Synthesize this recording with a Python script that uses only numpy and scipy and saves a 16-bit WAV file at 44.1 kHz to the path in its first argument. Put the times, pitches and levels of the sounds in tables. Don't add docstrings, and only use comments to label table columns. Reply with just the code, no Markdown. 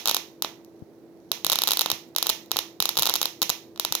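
import sys
import numpy as np
from scipy import signal
from scipy.fft import rfft, irfft
from scipy.io import wavfile

SR = 44100
rng = np.random.default_rng(int(sys.argv[2]) if len(sys.argv) > 2 else 0)


def log_audio(samples):
    frames = np.atleast_2d(samples).T
    limited = np.clip(frames, -1, 1)
    pcm = np.round(limited * 32767).astype(np.int16)
    wavfile.write(sys.argv[1], SR, pcm)


N = 176400


def from_db(db):
    return 10 ** (np.asarray(db) / 20)


def at_hz(table, hz):
    points, *columns = np.transpose(table)
    return np.array([np.interp(np.log(np.maximum(hz, 1)), np.log(points), c) for c in columns])


def bins(size):
    return np.arange(size // 2 + 1) * SR / size


def causal(db):
    cepstrum = irfft(np.log(from_db(db)))
    half = cepstrum.shape[-1] // 2
    cepstrum[..., 1:half] *= 2
    cepstrum[..., half + 1:] = 0
    return np.exp(rfft(cepstrum))


def unit_energy(x):
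    return x / np.sqrt(np.sum(x ** 2, axis=-1, keepdims=True) + 1e-20)


def blend(usual, other, share):
    return np.sqrt(1 - share) * usual + np.sqrt(share) * other


def stereo_noise(coherence, size):
    mid, side = rfft(rng.standard_normal((2, size)))
    return (np.sqrt(1 + coherence) * mid + np.sqrt(1 - coherence) * side * [[1], [-1]]) / np.sqrt(2)


def add(out, sound, onset_s):
    start = int(round(onset_s * SR))
    a, b = max(start, 0), min(start + sound.shape[-1], N)
    if b > a:
        out[:, a:b] += sound[:, a - start:b - start]


# f/Hz, left level/dB, right level/dB
SNAP_SPECTRUM = [(60, -26, -12), (250, -5.5, -0.5), (523, 4, 1.5), (900, 3.5, 9), (1312, 5, 5),
                 (2050, -25.5, -1.5), (2314, 1, -4), (2933, 4, 6.5), (3850, 5.5, 14.5), (4440, 0.5, 14.5),
                 (5600, 5.5, 11), (6790, -13.5, 12), (8350, -5, -1.5), (9770, -9, 0), (11140, 14.5, -0.5),
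                 (14100, 10, -6.5), (15760, 6, 1), (18100, -13, -36)]
def snap(hz):
    return causal(at_hz(SNAP_SPECTRUM, hz))


def ring(size, ring_hz=3880, t60_s=0.014):
    t = np.arange(size) / SR
    return from_db([[-44], [-15.5]]) * rfft(np.cos(2 * np.pi * ring_hz * t) * from_db(-60 * t / t60_s))


def delay(hz, lag_s):
    return np.exp(-2j * np.pi * hz * lag_s)


def kinked_channel(colour, hz, spread_s=0.000256):
    kinks = 0.16 * blend(rng.standard_normal((4, 1, 1)), rng.standard_normal((4, 2, 1)), share=0.66)
    kinks -= kinks.mean(0)
    lags_s = rng.random(4) * spread_s
    pulse = colour * (1 + sum(kink * delay(hz, lag) for kink, lag in zip(kinks, lags_s)))
    pulse *= np.linalg.norm(colour, axis=1, keepdims=True) / np.linalg.norm(pulse, axis=1, keepdims=True)
    pulse[1] *= delay(hz, 60e-6 + 14e-6 * rng.standard_normal())
    return pulse


# t/s, left level/dB, right level/dB
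EARLY_ECHOES = [(.0009, -21, -24.5), (.0022, -19.5, -20)]
def echoes(hz):
    return sum(from_db([[left], [right]]) * delay(hz, lag_s) for lag_s, left, right in EARLY_ECHOES)


def scatter(size, start_s=0.001, t60_s=0.011):
    t = np.arange(size) / SR
    envelope = from_db(-60 * t / t60_s) * np.clip(t / start_s - 1, 0, 1)
    return from_db(-10.5) * rfft(unit_energy(rng.standard_normal((2, size)) * envelope))


# f/Hz, left relative level/dB, right relative level/dB, T60/s
ROOM_BANDS = [(100, -9, -14, .25), (300, -8.5, -10, 0.13), (900, -4, 1, 0.43), (1510, -12.5, -5, .3),
              (1880, -12, 0.5, 0.36), (2840, -5.5, 5.5, 0.3), (4090, -6.5, 9, .31), (4444, -12, -1, 0.37),
              (5560, -9, 7.5, .29), (6630, -9, 4.5, 0.3), (8030, -21, -14.5, 0.39),
              (10000, -9.5, -11, 0.32), (11200, -1, -7, 0.21), (15000, -3, -28, 0.42),
              (16200, -18, -28.5, .18)]
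def reverberation(size, start_s=0.0027, build_s=0.0061, coherent_below_hz=915):
    hz, t = bins(size), np.arange(size) / SR
    noise = stereo_noise(1 / (1 + (hz / coherent_below_hz) ** 2), size)
    onset = 1 - np.exp(-np.maximum(t - start_s, 0) / build_s)
    centres_hz, _, _, t60s = np.transpose(ROOM_BANDS)
    bands = at_hz(np.c_[centres_hz, np.eye(len(centres_hz))], hz)
    tail = 0
    for band, t60_s in zip(bands, t60s):
        tail += irfft(noise * band) * unit_energy(onset * from_db(-60 * t / t60_s))
    return rfft(tail) * causal(at_hz(ROOM_BANDS, hz)[:2] - 1.5)


# t/s, relative level/dB, spectral tilt/(dB per octave)
DISCHARGES = [(-0.035, 2, -1), (0.0574, -1.8, -0.5), (0.0659, -13, -5.3), (0.0745, -0.3, 1),
              (0.0833, 0.7, -2.3), (0.093, -3.5, -1.7), (0.0962, 1, -1.3), (0.1124, -0.2, -2.5),
              (0.146, 1, 0.5), (0.167, -0.5, -1.8), (0.423, -1.2, 0.5), (0.447, -5.5, -8.5),
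              (0.6477, -37.5, 2), (1.317, 1.5, -0.3), (1.375, -28.5, -10.5), (1.4468, 0.3, -0.5),
              (1.4664, 0.9, -1.1), (1.4992, 2.8, -0.9), (1.5188, 1.7, -0.5), (1.5256, -0.7, -1),
              (1.531, -0.5, -2.5), (1.5327, -5.5, 0.5), (1.5572, -1.3, -0.9), (1.5879, 0.1, -1),
              (1.6194, -0.0, -0.7), (1.6366, 1, -0.2), (1.674, 1, -1.2), (1.6797, -1.5, 1),
              (1.6882, -1.5, -3), (1.708, 0.3, -0.0), (1.7179, 2, 0), (1.7343, -2, 0.2), (1.772, -1.5, 0),
              (1.7932, 1.7, 0.5), (1.81, 1.6, 0.5), (1.8167, -1.8, -2), (1.8604, -0.3, -5.5),
              (1.877, -26, -12), (1.8865, -20, -7), (1.9016, -0.5, -1.7), (1.9161, 1.4, -0.8),
              (2.15, -24.5, -7), (2.1626, 1.5, -0.3), (2.1843, -2, -0.5), (2.2269, 1.5, -0.3),
              (2.2605, -12.5, -7.5), (2.2687, -1, 0.3), (2.2932, 1.0, -2), (2.2978, 2.5, 0.3),
              (2.301, -1.2, -1.5), (2.4607, -37, 1), (2.5093, -26, -6.5), (2.516, 1.3, -1.4),
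              (2.5606, -11.5, -11), (2.5685, 0, -0.3), (2.5894, 0.8, -1.2), (2.8026, 2.4, 0.3),
              (2.8245, -0.3, 0.1), (2.8556, 1, -0.5), (2.8914, 0.2, 0.1), (2.9555, -18, -2.5),
              (2.97, -0.2, -1.8), (2.9756, -0.7, 0), (2.9884, 0, -2), (2.9927, -14, -8), (2.9949, -3, 2.7),
              (3.0008, -16, 3), (3.023, 2.7, -0.0), (3.0319, -0.5, -0.5), (3.0562, -1, -0.3),
              (3.0665, -2, -2), (3.0722, -0.2, -2), (3.0906, -3.5, -5.5), (3.096, 1, 0), (3.104, -9, -9),
              (3.1126, -19, 1), (3.1393, 0.7, 0.1), (3.1556, -0.7, 0), (3.1613, -5, 0.2), (3.2157, 1, -1.2),
              (3.2293, -2, 0.0), (3.256, -0.4, -0.4), (3.4185, 2.5, -0.2), (3.4259, -1.5, -1),
              (3.4298, -1.8, 0.5), (3.4947, -1.3, -0.5), (3.5007, 2.8, -0.5), (3.7606, -26, -6.5),
              (3.776, -23.5, -5), (3.7977, -0.1, 0.0), (3.8498, 0.6, -2), (3.9241, 0.7, -0.2),
              (3.952, 0.8, 0.3)]
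def sparks(size=16384, tilt_from_hz=1600, pivot_hz=4060):
    hz, out = bins(size), np.zeros((2, N))
    colour = snap(hz) + ring(size)
    direct_and_echoes = 1 + echoes(hz)
    usual_tail, *other_tails = [reverberation(size) for _ in range(5)]
    octaves = np.log2(np.hypot(hz, tilt_from_hz) / pivot_hz)
    for onset_s, level_db, tilt in DISCHARGES:
        pulse = kinked_channel(colour, hz)
        near = pulse * (direct_and_echoes + scatter(size))
        weights = unit_energy(rng.standard_normal(len(other_tails)))
        path_tail = sum(weight * other for weight, other in zip(weights, other_tails))
        tail = blend(usual_tail, path_tail, share=0.22)
        add(out, irfft(causal(level_db + tilt * octaves) * (near + tail)), onset_s)
    return out


# t/s, relative level/dB
LEAKAGE_LEVEL = [(0, -45), (.37, -38.5), (.6, -43.5), (.84, -41.5), (1.0, -51), (1.14, -49), (1.21, -33),
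                 (1.31, -38), (2.1, -46), (2.48, -42), (2.75, -45), (4, -44)]
def sizzle(size=16384, ticks_per_s=60, spread_db=3.5, centre_hz=6000, flat_below_hz=1600):
    hz = bins(size)
    trend_db = np.interp(np.arange(N) / SR, *np.transpose(LEAKAGE_LEVEL))
    fires = rng.random(N) < ticks_per_s / SR
    ticks = fires * from_db(trend_db + spread_db * np.minimum(rng.standard_normal(N), 2))
    octaves = np.log2(np.maximum(hz, flat_below_hz) / centre_hz)
    band = causal(-7 * np.abs(octaves))
    response = irfft(band * (snap(hz) * scatter(size) + reverberation(size)))
    return signal.fftconvolve(ticks[None], response, axes=1)[:, :N]


def hum(hz=334.2, rms_db=-53, waver_db=1.0):
    t = np.arange(N) / SR
    waver = np.interp(t, np.linspace(0, t[-1], 24), rng.standard_normal(24))
    return np.sqrt(2) * from_db(rms_db + waver_db * waver) * np.sin(2 * np.pi * hz * t)


# f/Hz, left level/dB, right level/dB (in a 1 Hz band)
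NOISE_SPECTRUM = [(25, -95.5, -96.5), (57.4, -91, -84), (110, -82.5, -84), (193, -85.5, -77),
                  (414.5, -78, -77), (685, -92, -85), (1140, -101, -97.5), (2330, -116, -103),
                  (3100, -120, -108), (3980, -120, -105), (5960, -122, -108), (8900, -118, -116),
                  (12500, -108, -117), (16000, -112, -123)]
def room_noise(low_hz=90, high_hz=1500):
    hz = bins(N)
    coherence = hz ** 2 / (hz ** 2 + low_hz ** 2) / (1 + (hz / high_hz) ** 2)
    return irfft(stereo_noise(coherence, N) * from_db(at_hz(NOISE_SPECTRUM, hz))) * np.sqrt(SR / 2)


# t/s, left peak level/dB, right peak level/dB
LOW_THUMPS = [(0.8219, -24, -51), (1.316, -46, -34), (1.448, -48, -32), (1.927, -27, -56),
              (2.543, -34, -50), (2.804, -26.5, -53), (2.985, -26.5, -64), (3.005, -30, -56),
              (3.42, -41, -25.5), (3.498, -57, -30), (3.909, -31, -48)]
def thumps(size=4096, start_hz=230, end_hz=84.5, sag_s=0.0027, rise_s=0.00051, t60_s=0.019):
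    t, out = np.arange(size) / SR, np.zeros((2, N))
    hz = end_hz + (start_hz - end_hz) * np.exp(-t / sag_s)
    envelope = (1 - np.exp(-t / rise_s)) * from_db(-60 * t / t60_s)
    thump = np.sin(2 * np.pi * np.cumsum(hz) / SR) * envelope
    thump /= np.abs(thump).max()
    for onset_s, left_db, right_db in LOW_THUMPS:
        add(out, from_db([[left_db], [right_db]]) * thump, onset_s)
    return out


def scene():
    return sparks() + sizzle() + hum() + room_noise() + thumps()


def record(dry, bass_cut_hz=93, peak_limit=0.73, top_cut_hz=17500):
    high_pass = signal.butter(2, bass_cut_hz, "high", fs=SR, output="sos")
    low_pass = signal.cheby2(14, 60, top_cut_hz, fs=SR, output="sos")
    thinned = signal.sosfilt(high_pass, dry)
    rounded = peak_limit * np.tanh(thinned / peak_limit)
    return signal.sosfilt(low_pass, rounded)


dry = scene()
out = record(dry)
log_audio(out)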